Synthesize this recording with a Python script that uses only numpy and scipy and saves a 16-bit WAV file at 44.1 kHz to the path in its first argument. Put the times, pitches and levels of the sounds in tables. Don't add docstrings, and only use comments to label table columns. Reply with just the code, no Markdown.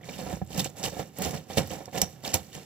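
import sys
import numpy as np
from scipy import signal
from scipy.fft import rfft, irfft
from scipy.io import wavfile
from scipy.ndimage import uniform_filter1d

SR = 44100
rng = np.random.default_rng(int(sys.argv[2]) if len(sys.argv) > 2 else 0)


def voltage_ratio(level):
    return 10 ** (np.asarray(level, float) / 20)


def materialize(psi):
    bounded = np.clip(np.atleast_2d(psi).T, -1, 1)
    quanta = np.round(bounded * 32767).astype(np.int16)
    wavfile.write(sys.argv[1], SR, quanta)


N = 116865
SPAN = 8192


def unit(x):
    return x / np.sqrt(np.mean(x ** 2))


def gain_at(table, hz):
    points = np.array(table, float)
    return voltage_ratio(np.interp(np.log(hz + 1), np.log(points[:, 0] + 1), points[:, 1]))


def colour(x, table, lag_s=0.):
    hz = np.fft.rfftfreq(N, 1 / SR)
    delay = np.exp(-2j * np.pi * hz * lag_s)
    return irfft(rfft(x) * gain_at(table, hz) * delay, N)


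def walk(rate):
    hold = int(SR / rate)
    steps = np.repeat(rng.standard_normal(N // 20), hold)[:N]
    return 2.25 * uniform_filter1d(steps, hold)


def grit(per_s, scatter_db):
    chance, sign, size = rng.random((3, N))
    ticks = (chance < per_s / SR) * np.sign(sign - .5)
    return unit(ticks * voltage_ratio(-scatter_db * np.log(size + 1 / 50)))


def bursts(times, dbs, lengths, rises):
    env, t = np.zeros(N + SPAN), np.arange(SPAN) / SR
    for start, db, length, rise in np.broadcast(times, dbs, lengths, rises):
        i = int(start * SR)
        attack = (1 - np.exp(-t / rise)) ** 2
        env[i:i + SPAN] += voltage_ratio(db) * attack * np.exp(-t / max(length, 2e-4))
    return env[:N]


def tinted(rows, lengths, rises, peak_db, octaves, force, thin_db=0.):
    skirt_db_per_oct, lead = 2, 64
    out, hz = np.zeros((2, N + SPAN)), np.fft.rfftfreq(SPAN, 1 / SR)
    force = np.pad(force, ((0, 0), (0, SPAN)))
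    for start, db, centre_hz, length, rise in np.broadcast(*np.array(rows).T[:3], lengths, rises):
        i = int(start * SR) - lead
        env = np.roll(bursts(0, db, length, rise)[:SPAN], lead)
        away = np.abs(np.log2((hz + 1) / centre_hz))
        peak = peak_db * (np.exp(-.5 * (away / octaves) ** 2) - 1)
        skirt = (skirt_db_per_oct + thin_db * (hz < centre_hz)) * away
        out[:, i:i + SPAN] += irfft(rfft(env * force[:, i:i + SPAN]) * voltage_ratio(peak - skirt), SPAN)
    return out[:, :N]


def swings(rows, cycles, glide):
    out, t = np.zeros(N + SPAN), np.arange(SPAN) / SR
    for start, db, hz, turns in np.broadcast(*np.array(rows).T[:3], cycles):
        u, i = t * hz / turns, int(start * SR)
        swell = 4 * u * np.exp(1 - 4 * u)
        phase = 2 * np.pi * turns * u * (1 + glide * np.minimum(u, 2))
        out[i:i + SPAN] += voltage_ratio(db) * swell * np.sin(phase)
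    return out[:N]


def ring(x, modes):
    t, h = np.arange(SPAN) / SR, 0
    for hz, db, t60 in modes:
        decay = np.exp(-np.log(1000) * t / t60)
        h = h + voltage_ratio(db) * np.sin(2 * np.pi * hz * t) * decay / np.sqrt(t60)
    return signal.fftconvolve(x, h[None] / np.sqrt(np.sum(h ** 2)), axes=1)[:, :N]


# frequency in Hz, level in dB.
OWN_SHARE = [(60, -23.5), (300, 3), (750, -21), (1200, 4), (3000, -5.5), (6000, -4.5), (10000, 1),
             (15000, -1.5)]


def wide(force):
    return force() + np.array([colour(force(), OWN_SHARE) for _ in range(2)])


# time in seconds, rubbing level in dB, wetness level in dB.
HAND_PRESSURE = [(0, -53.5, -80), (.1, -42, -57.5), (0.329, -40, -41), (0.451, -58, -65),
                 (0.587, -28, -33.5), (0.727, -52.5, -60.5), (0.856, -31.5, -65), (.98, -75, -41),
                 (1.12, -52, -64.5), (1.252, -35.5, -34), (1.45, -58.5, -61.5), (1.54, -40, -48.5),
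                 (1.74, -47, -58), (1.888, -75, -61.5), (1.976, -42.5, -40.5), (2.18, -52, -61),
                 (2.289, -54.5, -53.5), (2.46, -53, -55)]


def press(column):
    points = np.array(HAND_PRESSURE)
    return voltage_ratio(np.interp(np.arange(N) / SR, points[:, 0], points[:, column]))


# frequency in Hz, spectral level in dB per Hz.
HUSH = [(18, -46), (30, -31), (131, 14), (616, -7.5), (740, -21.5), (1100, -16), (2980, -23), (14000, -29),
        (16000, -49)]


def kitchen():
    mid, side = (voltage_ratio(-46) * unit(colour(rng.standard_normal(N), HUSH)) for _ in range(2))
    return mid + 0.077 * side * np.array([[1], [-1]])


def bubbles():
    out = 0
    for hz in np.geomspace(1500, 14000, num=9):
        b, a = signal.iirpeak(hz, 4.5, SR)
        out = out + unit(signal.lfilter(b, a, grit(per_s=70, scatter_db=3.6))) * np.sqrt(hz)
    return unit(out)


def crackle():
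    films = grit(per_s=4900, scatter_db=3)
    return unit(films + voltage_ratio(0.5) * bubbles() + 0.59 * rng.standard_normal(N))


def wet_rub(wet, flutter):
    return wet * press(2) * voltage_ratio(-0.5 * (flutter + walk(60)))


# start in seconds, peak in dB, colour in Hz, length in seconds.
SQUELCHES = [(.008, -47.5, 2000, 0.019), (0.031, -39.5, 2110, 0.047), (0.069, -47, 3950, 0.018),
             (0.084, -36.5, 2320, 0.02), (0.119, -36, 2770, 0.028), (0.174, -35, 2200, 0.028),
             (0.574, -26, 6260, 0.0083), (0.5944, -16.5, 2980, 0.0074), (0.643, -22, 7700, 0.011),
             (0.756, -31, 7400, 0.048), (0.831, -17.5, 4570, 0.023), (0.989, -28, 2450, 0.014),
             (1.157, -37, 2960, 0.034), (1.214, -23, 2480, 0.02), (1.335, -27.5, 2050, 0.02),
             (1.488, -32.5, 2080, 0.038), (1.539, -39, 3470, 0.11), (1.5674, -14.5, 2640, 0.012),
             (1.576, -15.5, 2800, 0.012), (1.691, -29.5, 3080, 0.047), (1.923, -36.5, 2840, 0.021),
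             (1.946, -30.5, 2950, 0.023), (1.973, -21, 4800, 0.008), (2.02, -20.5, 5900, 0.01),
             (2.225, -27, 3080, 0.063), (2.334, -17, 5000, 0.0082), (2.341, -16.5, 12200, 0.011),
             (2.521, -33, 1900, 0.043)]


def squelches(wet):
    length = np.array(SQUELCHES)[:, 3]
    flow = wet * voltage_ratio(0.3 * walk(150))
    return voltage_ratio(-1.5) * tinted(SQUELCHES, length, 0.33 * length, peak_db=-0.5, octaves=0.9, force=flow)


# start in seconds, peak in dB, pitch in Hz.
POCKETS = [(.011, -44, 1850), (.031, -39, 3170), (.0358, -37, 2110), (.044, -37.5, 2020), (.09, -30, 3870),
           (.0937, -27.5, 2270), (.131, -34, 2700), (.1396, -32, 2700), (.1815, -49, 2170),
           (.2783, -36.5, 2360), (.5955, -34, 2750), (.606, -16, 3360), (.9233, -45, 2300),
           (.9951, -37, 2320), (1.2531, -35, 2340), (1.3518, -40, 2120), (1.5005, -35.5, 2200),
           (1.5179, -32, 3420), (1.707, -32, 2900), (1.9335, -41, 2120), (1.9495, -31, 3230),
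           (2.26, -27, 2470), (2.266, -30, 5000), (2.315, -33, 3030), (2.5207, -41, 2820)]


def air_pockets():
    return swings(POCKETS, cycles=6.7, glide=0.042)


# start in seconds, peak in dB, thud in
# dB, length in seconds.
JOLTS = [(0.088, -27.5, -25, 0.0065), (0.191, -24, -18, 0.0061), (0.214, -27, 3, 0.0086),
         (0.266, -23, -8, 0.0072), (0.306, -24.5, -25, 0.0076), (0.328, -22, -3, 0.011),
         (0.416, -21.5, 8.5, 0.0051), (0.505, -32.5, 1, 0.0088), (0.543, -32, 6, 0.016),
         (0.57, -28, -19, 0.0032), (0.6, -18.5, 1, 0.0032), (0.659, -21, -2, 0.0047),
         (0.84, -22.5, -15, 0.0088), (0.878, -20.5, -20, 0.0064), (0.923, -30, -12.5, 0.066),
         (0.968, -24, -12, 0.0077), (0.995, -16, -7.5, 0.013), (1.186, -27.5, -14, 0.046),
         (1.212, -29, -6, 0.016), (1.254, -25, -6, 0.036), (1.332, -24, -9, 0.025), (1.501, -24, -9, 0.013),
         (1.573, -11, -5.5, 0.019), (1.705, -31, -9, 0.1), (1.806, -26.5, -28, 0.0069),
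         (1.879, -27.5, -29, 0.0085), (1.945, -23, -44, 0.034), (1.973, -31, 5, 0.015),
         (2.018, -18.5, -2, 0.0098), (2.239, -27.5, -10.5, 0.1),
         (1.309, -47, -17, 0.021),
    (.37, -29, 12, 0.0025),
    (1.928, -32.5, -15, 0.024),
    (2.0, -35, -4, 0.015),
    (2.342, -16.5, -11, 0.014),
    (2.389, -45, -20, 0.0022),
    (2.549, -36, 1, 0.034),
]
# frequency in Hz, level in dB, decay time T60 in seconds.
BOWL = [(321, -6.5, 0.044), (458, -8, 0.017), (545.6, 2, 0.034), (730.4, 2.5, 0.059), (762, 0, 0.079),
        (895, -46, 0.012), (1000, -46, 0.017), (673, -6.5, 0.027), (927, -21, 0.13), (1300, -14, 0.019),
        (1695, -10, 0.029), (2110, -14, 0.0097)]
# frequency in Hz, level in dB, decay time T60 in seconds.
WORKTOP = [(85, 1, 0.43), (122.3, -5.5, 0.68), (166.4, -1, 0.14), (192.4, 13.5, 0.051), (273.6, -5, 0.079)]


def rind(flutter):
    start, db, thud_db, length = np.array(JOLTS).T
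    jolt_db, rise_s = db - 4.5, 0.0022
    rub = press(1) * voltage_ratio(1.5 * flutter)
    slips = wide(lambda: unit(grit(per_s=700, scatter_db=5.5) + 1.7 * rng.standard_normal(N)))
    strikes = bursts(start, jolt_db + 14, 0.00018, 0.00014)
    bowl_force = slips * (rub + bursts(start, jolt_db, length, rise_s)) - strikes
    thuds = rub * voltage_ratio(-3) + bursts(start, db + thud_db - 1, length, rise_s)
    top_force = wide(lambda: rng.standard_normal(N)) * thuds
    return ring(bowl_force, BOWL) + ring(top_force, WORKTOP)


# start in seconds, peak in dB, pitch in Hz, duration in cycles.
BUMPS = [(0.213, -53, 160, 3.9), (.33, -31, 74.5, 3.3), (.411, -37, 182, 1.5), (0.421, -32, 105, 2),
         (0.58, -19, 182, 4), (0.594, -42, 85.5, 1), (.622, -26, 155.5, 5.7), (0.659, -34, 146, 6.1),
         (0.738, -41.5, 120, 5.1), (0.849, -30, 152, 4.4), (0.994, -32, 190, 3.9), (1.202, -20.5, 199, 5.7),
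         (1.232, -33, 170, 4.1), (1.27, -24.5, 90, 2.6), (1.304, -28.5, 162, 3.2), (1.347, -24, 169, 3.7),
         (1.38, -35.5, 162.5, 6.9), (1.574, -14.5, 114, 1.5), (1.574, -19, 460, 3.5),
         (1.586, -38, 203, 1.3), (1.604, -23, 138, 3.2), (1.632, -27.5, 120, 2.1), (1.66, -33, 110, 2.2),
         (1.725, -45, 171, 2), (1.969, -31, 147, 3.2), (2.019, -32.5, 85, 2.8), (2.344, -20, 96, 2.4),
         (2.344, -27, 374, 5.6), (2.345, -25.5, 1020, 8), (2.4, -38, 79, 2.7)]


def bowl_bumps():
    return swings(BUMPS, np.array(BUMPS)[:, 3], glide=-0.082)


# start in seconds, peak in dB, colour in Hz.
POPS = [(0.4479, -40, 12100), (0.4635, -43, 7500), (0.4738, -41, 7500), (.5043, -37, 4300),
        (0.5182, -32, 3300), (0.5307, -27, 3030), (0.5451, -26, 4840), (0.594, -15, 3500),
        (0.644, -16.5, 7650), (0.6605, -24, 2700), (0.7002, -36, 7190), (0.8295, -21.5, 5750),
        (0.8606, -14.5, 2900), (1.1862, -18.5, 13000), (1.2206, -13.5, 13800), (1.3085, -20, 5400),
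        (1.6732, -26, 13600), (1.8562, -27.5, 5700), (2.0163, -4, 6100), (2.0168, -11, 12500),
        (2.25, -20, 3400), (2.277, -17.5, 4860), (2.3418, -3, 11100), (2.5502, -22.5, 2650)]


def cell_pops():
    length_s = 0.0017
    noise = wide(lambda: np.sign(rng.standard_normal(N)))
    return voltage_ratio(6) * tinted(POPS, length_s, length_s / 10, peak_db=10, octaves=0.19, force=noise, thin_db=3.5)


# start in seconds, level in dB, pitch in Hz.
JET = [
    (2.019, -19, 5800),
]


def juice_jet(wet):
    length_s = .024
    return tinted(JET, length_s, length_s / 10, peak_db=45, octaves=.09, force=wet)


# frequency in Hz, level in dB.
PULP = [(500, 16), (1200, -3.5), (2800, 5), (4000, 3), (6500, 4), (9000, 0.5), (12000, -6), (16000, -16.5)]


def pulp(flutter):
    wet = wide(crackle)
    flow = wet_rub(wet, flutter) + squelches(wet) + cell_pops() + juice_jet(wet)
    return colour(flow, PULP) + air_pockets()


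def echoes(x, t60, db):
    t = np.arange(2 * SPAN) / SR
    h = rng.standard_normal((2, 2 * SPAN)) * np.exp(-np.log(1000) * t / t60) * (t > .001)
    h = signal.lfilter([1, -.9], [1, -.7], h)
    h = h / np.sqrt(np.mean(np.sum(h ** 2, axis=1)))
    return voltage_ratio(db) * signal.fftconvolve(x, h, axes=1)[:, :N]


# frequency in Hz, level in dB.
LEFT_PORT = [(60, -4), (150, -5), (300, -10), (700, -6.5), (2400, -4.5), (5500, -7), (9500, -5),
             (14000, -2.5)]


def scene():
    flutter = walk(24.22)
    juicer = pulp(flutter) + rind(flutter) + bowl_bumps()
    near = echoes(juicer, t60=0.0082, db=-3.5)
    room = echoes(juicer, t60=0.55, db=-24.5)
    air = juicer + near + room + kitchen()
    return np.array([colour(air[0], LEFT_PORT, lag_s=5.4e-5), air[1]])


def top_cut(x):
    return signal.sosfilt(signal.butter(12, 16970, fs=SR, output="sos"), x)


# frequency in Hz, level in dB.
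MIC = [(20, -58), (45, -8), (80, -3.5), (8000, -3), (8800, -14.5), (10800, -5), (15500, 8), (16200, -22)]


def record(dry):
    heard = colour(dry, MIC)
    return top_cut(heard)


dry = scene()
out = record(dry)
materialize(out)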